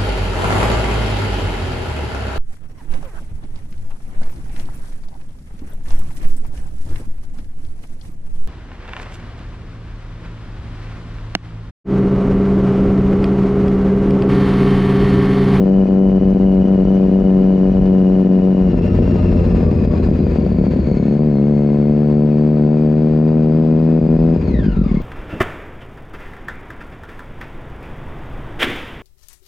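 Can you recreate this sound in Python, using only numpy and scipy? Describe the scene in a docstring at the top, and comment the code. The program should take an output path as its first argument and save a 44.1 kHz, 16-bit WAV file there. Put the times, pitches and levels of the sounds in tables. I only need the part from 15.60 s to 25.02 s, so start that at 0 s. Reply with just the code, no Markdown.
"""A small racing motorcycle rolls slowly over asphalt, heard from its tail.
First the exhaust drones on light throttle, one blow a beat, and misfires now and then; gears whine,
the engine clatters, a little wind buffets. At 3.1 s the throttle closes: the cylinder gulps at the
pipe, partial burns burble, collected charge pops and the slack chain snatches.
At 5.5 s the engine pulls again. From 8.8 s the revs fall to a lumpy, chuffing idle."""
import sys
import numpy as np
from scipy import signal
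from scipy.fft import rfft, irfft, next_fast_len
from scipy.io import wavfile
from scipy.ndimage import uniform_filter1d, minimum_filter1d, map_coordinates

SR = 44100
rng = np.random.default_rng(int(sys.argv[2]) if len(sys.argv) > 2 else 0)


def generate_wav(sig):
    """Save sig (samples, or channels by samples) to the path in sys.argv[1] as 16-bit PCM at SR."""
    pcm = np.round(np.clip(np.atleast_2d(sig).T, -1, 1) * 32767).astype(np.int16)
    wavfile.write(sys.argv[1], SR, pcm)


N = 415422

# Clean firing: t/s, level/dB, steep front/dB
LOAD = [(0, -1.5, -7), (4.7, -2.5, -13), (5.6, -1, -27), (6.5, -0.9, -21.5), (7.5, -0.97, -15.5),
        (8.7, -0.8, -17), (8.95, -2.5, -27), (9.15, -13.5, -25), (9.42, -17, -17)]
# Failed beats, throttle open: t/s, level/dB re clean firing
MISFIRES = [(0.6012, -12), (0.7378, -14), (0.7898, -18), (1.0315, -14), (1.1676, -20), (1.2416, -13),
            (1.2942, -12), (1.5045, -17), (1.6303, -11), (2.2018, -18), (2.9585, -13), (5.5793, -11),
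            (8.4011, -10), (8.4768, -15), (8.5774, -15), (8.7493, -8)]
# Loudest firings off throttle: t/s, level/dB re clean firing
POPS = [(3.1316, 0), (3.1429, 1), (3.1876, -1), (3.2106, -1), (3.2784, 1), (3.3885, 2), (3.4776, 0),
        (3.5108, -1), (3.5568, 1), (3.5906, -1), (3.7261, 1), (3.8084, 0), (3.864, -1), (3.9229, 0),
        (4.006, 0), (4.1141, 0), (4.1275, -1), (4.1517, 0), (4.213, 1), (4.2497, 0), (4.2743, 0),
        (4.3364, .5), (4.399, 1), (4.4872, 1.5), (4.5131, 1), (4.5902, 1), (4.6032, .5), (4.6671, 2),
        (4.7586, 1), (4.7851, 2.5), (4.8644, 2), (4.891, -1.5), (4.9178, 0), (4.9447, -1), (4.9854, 1.5),
        (5.0124, .5), (5.0663, 2), (5.1351, .5), (5.1619, .5), (5.19, 1.5), (5.2721, 1.5), (5.2861, 0),
        (5.3, -2), (5.3138, 1.5), (5.3414, -2), (5.3697, 1.5), (5.3979, 1.5), (5.4261, .5), (5.4543, 1),
        (5.4679, -2), (5.4821, 1.5), (8.7615, 2.5), (8.8802, -1), (8.9892, -1)]
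def firings(turns, gain_db, partial_db, jitter_s, relief):
    """Throttle open: a blow per beat, some lean or misfired. Closed: gulps, partial burns and pops."""
    beats = np.flatnonzero(np.diff(np.floor(turns)) > 0)
    luck, burn = rng.random((N // 20, 2))[:len(beats)].T
    size_scatter, time_scatter, front_scatter = rng.standard_normal((N // 20, 3))[:len(beats)].T
    times = beats / SR + jitter_s * time_scatter
    load_db, front_db = (curve[beats] for curve in curves(LOAD))
    driven = throttle_open(times)
    lean = luck < .35 * octaves()[beats]  # weak burns above cruise
    stray_pop = (luck < .05) & (times < THROTTLE[-1][1])
    fired = driven | stray_pop
    db = np.where(driven, .2 * size_scatter - 9.5 * lean, 2 + .5 * size_scatter)
    for s, level in MISFIRES:
        db[np.argmin(np.abs(times - s))] = level

    popped = np.array([np.argmin(np.abs(times - s)) for s, _ in POPS])
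    fired[popped - 1] = driven[popped - 1]  # charge collects for a beat before it pops
    burn[popped - 1] /= 2
    times[popped], db[popped] = np.transpose(POPS)
    fired[popped] = True
    front_db[popped] += 3.2 * db[popped]  # harder pop, steeper front

    full = fired * amp(gain_db + load_db + db)
    steep = full * amp(front_db + 1.3 * front_scatter)
    partial = ~fired * burn * amp(gain_db + load_db + partial_db)
    vacuum = ~fired * (1 - relief * burn) * amp(curves(VACUUM)[0][beats])  # partial burns relieve it
    blow = pipe_blow(turn_hz=567, edge_hz=2500)
    front = np.gradient(blow) / np.abs(np.gradient(blow)).max()
    unfired = strike(times, partial, pipe_blow(turn_hz=344, edge_hz=480))
    unfired += gulps(times, vacuum, early_s=.00061, jitter_s=.00005, round_hz=380)
    blows = strike(times, full, blow) + strike(times, steep, front)
    return blows + chambers(unfired) + rasp(times, full, gain_db=-38.5, t60_s=.03)


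# Spectrum of one exhaust blow: f/Hz, level/dB
PIPE = [(25, -25), (55, -9), (78, -10.5), (100, -15), (148, 2.5), (190, 6.5), (225, 3), (290, -6),
        (380, -6.5), (590, -15), (665, -21), (745, -23), (850, -35), (1030, -34.5), (1150, -47),
        (1300, -44.5), (1600, -57.5), (2400, -72)]
def pipe_blow(turn_hz, edge_hz, size=8192):
    """Pipe ring after one firing: a brief suck, a peak of 1, a few swings."""
    hz = np.fft.rfftfreq(size, 1 / SR)
    ring = causal(amp(along(PIPE, hz)) * lowpass(hz, edge_hz, 4))
    allpass = (turn_hz - 1j * hz) / (turn_hz + 1j * hz)
    blow = irfft(ring * allpass)
    return blow / np.abs(blow).max()


# Soft firings near idle: t/s, level/dB
CHUFFS = [(8.906, -6), (8.957, -7.5), (9.061, -4), (9.081, 1), (9.122, -9.5), (9.168, -2), (9.188, 2),
          (9.212, 2.5), (9.26, 1.5), (9.312, 0), (9.341, 1), (9.369, 1)]
def chuffs(gain_db):
    """Idle firings burn slowly: round, dull blows."""
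    times, db = np.transpose(CHUFFS)
    return strike(times, amp(gain_db + db), pipe_blow(turn_hz=202, edge_hz=410))


# Cylinder vacuum off throttle: t/s, level/dB, roundness/0-1
VACUUM = [(3.09, -15.5, 0.2), (3.35, -5.5, 0.4), (4.1, -4.5, 0.4), (5.1, -8, 0.9), (5.5, -14.5, .15),
          (8.77, -6.5, 0.7), (9.05, -5.5, .9), (9.12, -9, 1), (9.2, -11, 1), (9.42, -21, .9)]
def gulps(times, depths, early_s, jitter_s, round_hz):
    """Unfired beats suck gas back up the pipe; slow gas rounds the gulp."""
    jitter = jitter_s * rng.standard_normal(N // 20)[:len(times)]
    shape = gulp(fall_s=.00075, shut_s=.0003, echo_s=.0052, echo_width_s=.0015, echo_gain=.42)
    sharp = signal.fftconvolve(impulses(times - early_s + jitter, depths), shape, "same")
    rounded = filtered(sharp, lambda hz: lowpass(hz, round_hz, 6))
    roundness = np.clip(curves(VACUUM)[1], 0, 1)
    return filtered(sharp + roundness * (rounded - sharp), lambda hz: highpass(hz, 30))


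def gulp(fall_s, shut_s, echo_s, echo_width_s, echo_gain, size=2048):
    """Sharp pressure dip; the open pipe end returns it inverted and rounded."""
    t = (np.arange(size) - size // 2) / SR
    dip = np.exp(-np.logaddexp(-t / fall_s, t / shut_s))
    echo = np.exp(-((t - echo_s) / echo_width_s) ** 2)
    return echo_gain * echo - dip / dip.max()


# Gas churning in the pipe: f/Hz, level/dB
BURBLE = [(15, -28.5), (40, -5), (100, -3), (165, 5), (240, 6), (310, 0), (430, -8), (620, -17),
          (850, -38.5), (1500, -51), (5000, -110)]
def pipe_gas(turns, bunching, second_db, waver_db):
    """Unburnt air is pumped out once a beat; partial burns churn in puffs."""
    angle = 2 * np.pi * turns
    puffs = np.exp(bunching * np.cos(angle - 1)) * rng.standard_normal(N)
    pump = unit(-np.cos(angle + .26 * wobble(38)) - amp(second_db) * np.cos(2 * angle))
    pump *= amp(waver_db * wobble(25)) * running_gain(base_db=-26, db_per_oct=-4, open_db=-10.5)
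    burble = chambers(coloured(puffs, BURBLE)) * running_gain(base_db=-18, db_per_oct=7.5, open_db=-7.5)
    lean_gain = amp(7 * airflow() * octaves())  # mixture leans out with speed on open throttle
    return lean_gain * burble + pump


def lull(depth, width_s):
    """Gain dip just before each pop or chuff, while charge collects."""
    window = np.hanning(round(2 * width_s * SR))
    dips = signal.fftconvolve(impulses(bang_times() - width_s), window, "same")
    return 1 - np.clip(depth * dips, 0, 1)


# Silencer response: f/Hz, level/dB
CHAMBERS = [(150, -0.5), (255, 0), (300, -4.5), (358, 3), (430, -0.5), (490, 6.5), (545, -1), (603, 9),
            (675, -3), (760, 1.5), (850, -7.5), (960, -1), (1300, -10)]
def chambers(gas, size=4096):
    """Slow gas rings the silencer chambers."""
    hz = np.fft.rfftfreq(size, 1 / SR)
    ring = irfft(causal(amp(along(CHAMBERS, hz))))
    return signal.oaconvolve(gas, ring)[:N]


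# Turbulence at the outlet: f/Hz, level/dB
RASP = [(200, -24), (600, -5.5), (750, -1), (845, -1.5), (960, 0), (1160, -2), (1350, -4.5), (1900, -9.5),
        (4000, -41)]
def rasp(times, sizes, gain_db, t60_s):
    """Each blow drags a burst of turbulence out of the pipe."""
    bursts = strike(times, sizes, decay(t60_s))
    return amp(gain_db) * bursts * coloured(rng.standard_normal(N), RASP)


# Exhaust beat rate: t/s, f/Hz
SPEED = [(0.0, 95.7), (.18, 96.0), (.3, 95.3), (.4, 96.2), (.58, 95.0), (.7, 95.6), (.85, 95.4),
         (.97, 94.1), (1.1, 96.0), (1.22, 94.4), (1.35, 95.8), (1.47, 93.9), (1.58, 95.6), (1.7, 94.4),
         (1.9, 94.8), (1.98, 93.8), (2.12, 94.7), (2.3, 94.4), (2.43, 93.4), (2.62, 94.4), (2.78, 93.4),
         (2.95, 94.0), (3.08, 92.0), (3.18, 87.2), (3.33, 90.3), (3.59, 89.0), (3.85, 86.5), (4.01, 83.0),
         (4.59, 78.4), (4.77, 75.7), (5.3, 72.2), (5.42, 70.9), (5.53, 72.0), (5.65, 76.6), (5.77, 69.1),
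         (5.9, 73.8), (5.95, 72.2), (6.25, 72.7), (6.3, 73.8), (6.72, 74.1), (6.92, 75.9), (7.01, 74.1),
         (7.23, 76.5), (7.32, 75.6), (7.4, 76.8), (7.76, 78.1), (7.9, 77.2), (7.99, 79.7), (8.09, 78.8),
         (8.31, 80.6), (8.44, 79.0), (8.76, 81.8), (8.87, 72.5), (8.95, 64.0), (9.05, 52.0), (9.16, 43.1),
         (9.24, 41.6), (9.31, 36.5), (9.42, 36.1)]
def beat_count(hunting):
    """Running count of exhaust beats; the speed hunts slightly."""
    return np.cumsum(curves(SPEED)[0] * (1 + hunting * wobble(10))) / SR


def octaves(cruise_hz=80):
    """Engine speed in octaves above cruise."""
    return np.log2(curves(SPEED)[0] / cruise_hz)


def crank(turns, size=8000):
    """Crank phase drifts ahead or behind, in step with pops and misfires."""
    marks = np.sort([s for s, _ in list(MISFIRES) + list(POPS)])
    t = np.arange(N) / SR
    lead = np.unwrap(2 * np.pi * (np.interp(marks, t, turns) % 1)) / (2 * np.pi)
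    return turns - uniform_filter1d(np.interp(t, marks, lead), size)


# Throttle open: from t/s, to t/s
THROTTLE = [(0, 3.09), (5.5, 8.77)]
def throttle_open(times):
    """True on open throttle."""
    return np.any([(times >= start) & (times < end) for start, end in THROTTLE], axis=0)


def airflow(glide_s=.26):
    """Glides between 0 (throttle closed) and 1 (open)."""
    return uniform_filter1d(throttle_open(np.arange(N) / SR) * 1.0, round(glide_s * SR))


def running_gain(base_db, db_per_oct, open_db):
    """Layer gain that follows speed and throttle."""
    return amp(base_db + db_per_oct * octaves() + open_db * airflow())


def bang_times():
    """Times/s of the listed pops and chuffs."""
    return np.array([s for s, _ in list(POPS) + list(CHUFFS)])


# Piston and chain rattle: f/Hz, level/dB
CLATTER = [(500, -17.5), (740, 3.5), (850, -3.5), (960, 1), (1130, -8), (1550, -9.5), (2300, -14),
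           (2700, -20.5), (3200, -19), (3700, -22), (4700, -20.5), (5900, -32), (6700, -30.5),
           (8000, -37.5), (10500, -50.5), (11300, -51.5), (11900, -45.5), (12700, -54), (14000, -65.5)]
# Engine case modes: f/Hz, width/Hz, level/dB
CASES = [(1356, 110, -1.5), (1432, 37, 3.5), (1776, 79, 4), (2123, 140, 0), (2230, 31, -6),
         (2512, 210, 1.5), (2760, 100, -1), (4080, 420, -16), (4570, 220, -20.5), (6500, 230, -22.5)]
def clatter(turns, pulsing, ring_db, gain_db, knock_db, knock_scatter_db, knock_t60_s):
    """Piston and chain rattle and ring the cases; gears knock in their backlash twice a beat."""
    def cases(hz):
        return sum(amp(db) * (1j * hz * width / (mode ** 2 - hz ** 2 + 1j * hz * width)) ** 2
                   for mode, width, db in CASES)

    times = np.flatnonzero(np.diff(np.floor(2 * turns)) > 0) / SR
    size_scatter, time_scatter = rng.standard_normal((len(times), 2)).T
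    scatter_db = knock_scatter_db * np.where(throttle_open(times), .35, 1)  # load keeps teeth in contact
    sizes = amp(knock_db + scatter_db * np.minimum(size_scatter, 2))
    knocks = strike(times + .00042 * time_scatter, sizes, decay(knock_t60_s))
    drive = (np.exp(pulsing * np.cos(2 * np.pi * turns)) + knocks) * amp(.62 * wobble(28))
    hiss = coloured(drive * rng.standard_normal((2, N)), CLATTER)
    ring = unit(filtered(drive * rng.standard_normal((2, N)), cases))
    return amp(gain_db) * spread(hiss + amp(ring_db) * ring, LIKENESS)


# Chain, gear mesh, two overtones: cycles/beat, blur/Hz
MESH = [(14, 60), (30.9, 170), (61, 220), (90.5, 350)]
# Same rows: closed-throttle level/dB, open-throttle level/dB, rise/(dB/oct)
WHINE = [(-12.5, -24, 4), (-3.5, -8, 2.5), (-6, -10.5, 3), (-13.5, -18, 1)]
# Gearbox radiation: f/Hz, level/dB
GEARBOX = [(600, -11.5), (1200, 0.5), (1900, 3.5), (2280, -10.5), (2520, -10.5), (2850, -4.5), (3400, -3),
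           (4400, -8.5), (5200, -15.5), (5800, -16.5), (6450, -14), (6900, -28.5), (8600, -33)]
def gears(turns, swing_rad, lash, wander, flutter_db):
    """Teeth whine at multiples of engine speed; off throttle, backlash smears them into a rasp."""
    flow, speed_hz = airflow(), curves(SPEED)[0]
    drift = wander * amp(-12 * octaves()) * wobble(45)  # teeth wander more at low speed
    angle = 2 * np.pi * turns + drift + lash * (1 - flow) * wobble(260)
    flutter = unit(amp(flutter_db * wobble(70)))
    whine = np.zeros((2, N))
    for (teeth, blur_hz), (closed_db, open_db, db_per_oct) in zip(MESH, WHINE):
        db = closed_db * (1 - flow) + open_db * flow + db_per_oct * octaves()
        db += along(GEARBOX, teeth * speed_hz)
        whine += amp(db) * blurred(teeth * angle + swing_rad * np.sin(angle), blur_hz)
    return spread(whine * flutter, LIKENESS)


def looseness(open_waver_db, closed_waver_db, slack_db, slack_s):
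    """Machine noise gain: higher and less even off throttle; pops and chuffs take up the gear slack."""
    taut = np.minimum(strike(bang_times(), None, np.hanning(round(slack_s * SR))), 1)
    waver_db = np.interp(airflow(), [0, 1], [closed_waver_db, open_waver_db]) * wobble(40)
    return running_gain(base_db=-50.5, db_per_oct=-.5, open_db=-3) * amp(waver_db - slack_db * taut)


# Chain snatches: t/s, length/s, level/dB
SNATCHES = [(3.55, .09, -42.5), (3.765, .1, -42.5), (3.9, .12, -46), (4.04, .11, -43.5), (4.15, .1, -46.5),
            (4.27, .18, -47.5)]
def snatches(turns, blur_hz):
    """The chain's whine swells as its slack run pulls tight."""
    envelope = sum(amp(db) * swell(s, length_s) for s, length_s, db in SNATCHES)
    whine = envelope * blurred(2 * np.pi * MESH[0][0] * turns, blur_hz)
    return np.std(whine) * spread(whine, LIKENESS)


# Narrow swells of chatter or whine: t/s, length/s, f/Hz, width/Hz, level/dB
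NARROW_SWELLS = [(3.161, .14, 2634, 170.7, -49), (3.548, .14, 4110, 89.8, -59.5),
                 (3.578, 0.18, 2674, 201.7, -50), (3.809, .11, 4110, 90, -57), (4.35, .13, 4100, 90.4, -57.5),
                 (4.553, .1, 4090, 89.3, -59), (5.1, 0.54, 6620, 222, -69), (5.7, 0.46, 6520, 219, -74.5),
                 (5.648, 0.88, 2103, 121, -56.5), (9.001, .13, 4850, 448, -58.5), (9.212, 0.14, 4810, 450, -60),
                 (9.273, 0.053, 2140, 237, -45.5), (9.35, .055, 2140, 233, -43.5)]
def narrow_swells():
    """Narrow swells, each ringing one case mode: loose parts chatter, and at times the gear whine swells
    through a mode."""
    t = np.arange(N) / SR
    rings = sum(amp(db) * swell(s, length_s) * blurred(2 * np.pi * hz * t, width_hz)
                for s, length_s, hz, width_hz, db in NARROW_SWELLS)
    return np.std(rings) * spread(rings, LIKENESS)


# Single ticks: t/s, level/dB
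TICKS = [(2.2578, -38), (3.19, -41.5), (3.424, -46.5), (4.505, -42.5), (5.110, -44), (9.2384, -42.5)]
# Tick spectrum: f/Hz, level/dB
TICK_COLOUR = [(500, -17), (1200, 3), (2800, -4.5), (5200, -12), (7500, -27.5), (13000, -50.5)]
def ticks(t60_s):
    """Dry metal contacts that die at once."""
    times, db = np.transpose(TICKS)
    bursts = strike(times, amp(db), decay(t60_s, SR // 10))
    return bursts * spread(coloured(rng.standard_normal((2, N)), TICK_COLOUR), LIKENESS)


# Wind strength: t/s, level/dB
WIND = [(0, -28), (1, -24), (1.9, -25.5), (2.23, -20.5), (2.65, -36.5), (3, -22.5), (3.6, -20.5),
        (5.15, -25), (5.9, -34.5), (8.25, -35.5), (8.5, -26.5), (8.7, -31), (9.06, -18.5), (9.42, -24)]
# Buffet spectrum: f/Hz, level/dB
BUFFET = [(12, -23.5), (28, 2), (42, 9.5), (50, 15), (65, 4.5), (110, -3), (300, -65.5), (1500, -120)]
def wind(gust_db):
    """Low lumps of air from the rider's wake."""
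    rumble = coloured(rng.standard_normal((2, N)), BUFFET)
    gusts = amp(gust_db * np.tanh(wobble(11)))
    return amp(curves(WIND)[0]) * spread(rumble * gusts, likeness=[(50, .95)])


def amp(db):
    """dB to gain."""
    return 10 ** (np.asarray(db) / 20)


def unit(x):
    """Scale to rms 1."""
    return x / np.sqrt(np.mean(x ** 2) + 1e-20)


def along(points, hz):
    """Interpolate (f/Hz, value) points on a log axis."""
    freqs, values = np.transpose(points)
    return np.interp(np.log(hz + 1), np.log(freqs + 1), values)


def curves(rows):
    """Per-sample curve for each column after t/s."""
    times, *columns = np.transpose(rows)
    return [np.interp(np.arange(N) / SR, times, column) for column in columns]


def wobble(rate_hz, step=16):
    """Smooth random curve, rate_hz knots a second."""
    grid = np.arange(0, N + step, step)
    knots = rng.standard_normal(int(N * rate_hz / SR) + 4)
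    return np.interp(np.arange(N), grid, map_coordinates(knots, [grid * rate_hz / SR]))


def lowpass(hz, edge_hz, order):
    """Zero-phase low-pass gain."""
    return 1 / (1 + (hz / edge_hz) ** order)


def highpass(hz, edge_hz):
    """Zero-phase high-pass gain."""
    return hz ** 2 / (hz ** 2 + edge_hz ** 2)


def filtered(x, response):
    """Apply a complex frequency response."""
    size = next_fast_len(N + SR // 2)
    return irfft(rfft(x, size) * response(np.fft.rfftfreq(size, 1 / SR)), size)[..., :N]


def coloured(x, spectrum):
    """Shape by (f/Hz, level/dB) points; rms 1."""
    return unit(filtered(x, lambda hz: amp(along(spectrum, hz))))


def causal(gain):
    """Minimum-phase response: rings only after it is struck."""
    cepstrum = irfft(np.log(gain))
    half = len(cepstrum) // 2
    cepstrum[1:half] *= 2
    cepstrum[half + 1:] = 0
    return np.exp(rfft(cepstrum))


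def impulses(times, sizes=None):
    """Single-sample kicks; size 1 if none is given."""
    return np.bincount(np.clip(np.round(times * SR).astype(int), 0, N), sizes, N + 1)[:N]


def strike(times, sizes, shape):
    """Start a scaled shape at each time."""
    return signal.oaconvolve(impulses(times, sizes), shape)[:N]


def decay(t60_s, size=SR // 20):
    """Exponential fall, cut after size samples."""
    return amp(-60 * np.arange(size) / SR / t60_s)


def swell(start_s, length_s):
    """Half-sine envelope."""
    return np.sin(np.pi * np.clip((np.arange(N) / SR - start_s) / length_s, 0, 1))


def blurred(angle, blur_hz):
    """Tone smeared into a narrow band, one per ear."""
    return np.array([wobble(blur_hz) * np.cos(angle) + wobble(blur_hz) * np.sin(angle) for _ in range(2)])


# Machine noise between the ears: f/Hz, correlation
LIKENESS = [(800, 0.23), (2000, 0.57), (4500, 0.67), (9000, 0.83)]
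def spread(pair, likeness):
    """Mix two unrelated signals to left and right of given correlation; mid at rms 1."""
    angle = lambda hz: np.arccos(np.clip(along(likeness, hz), -1, 1)) / 2
    mid, side = filtered(pair, lambda hz: np.array([np.cos(angle(hz)), np.sin(angle(hz))]))
    return np.array([mid + side, mid - side]) / np.std(mid)


# Bike balance: f/Hz, left minus right/dB
LEFTWARD = [(60, 0), (180, 1.76), (330, 3.5), (480, 7.5), (700, 13), (1000, 11), (1800, 2.5), (4000, -0.1),
            (8000, 1.5)]
def scene():
    """Exhaust and machine noise toward the left, wind in the middle."""
    mean_turns = beat_count(hunting=.0012)
    turns = crank(mean_turns)
    exhaust = firings(turns, gain_db=-4, partial_db=-3, jitter_s=.00006, relief=.56) + chuffs(gain_db=-7)
    gas = pipe_gas(turns, bunching=.46, second_db=-24.5, waver_db=1.5)
    exhaust += gas * lull(depth=.33, width_s=.0065)
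    exhaust = filtered(exhaust, lambda hz: lowpass(hz, 3000, 6))  # silencer swallows the treble
    machine = clatter(turns, pulsing=.05, ring_db=-10, gain_db=9,
                      knock_db=-13, knock_scatter_db=8, knock_t60_s=.17)
    machine += gears(mean_turns, swing_rad=.55, lash=.019, wander=.022, flutter_db=1.1)
    machine *= looseness(open_waver_db=.5, closed_waver_db=1.04, slack_db=2.5, slack_s=.045)
    machine += narrow_swells() + snatches(mean_turns, blur_hz=60) + ticks(t60_s=.032)
    left_share = lambda hz: 1 / (1 + amp(-along(LEFTWARD, hz)))
    bike = filtered(exhaust + machine, lambda hz: 2 * np.array([left_share(hz), 1 - left_share(hz)]))
    return bike + wind(gust_db=3)


def limiter(x, ceiling_db, size=600):
    """Gain ducks smoothly around peaks over the ceiling."""
    needed = np.minimum(1, amp(ceiling_db) / (np.abs(x).max(axis=0) + 1e-9))
    return x * uniform_filter1d(minimum_filter1d(needed, size), size)


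def record(dry):
    """Peak limit, then a 10 Hz to 14.1 kHz band."""
    return filtered(limiter(dry, ceiling_db=-1.5), lambda hz: (hz < 14100) * highpass(hz, 10))


dry = scene()
out = record(dry)
generate_wav(out)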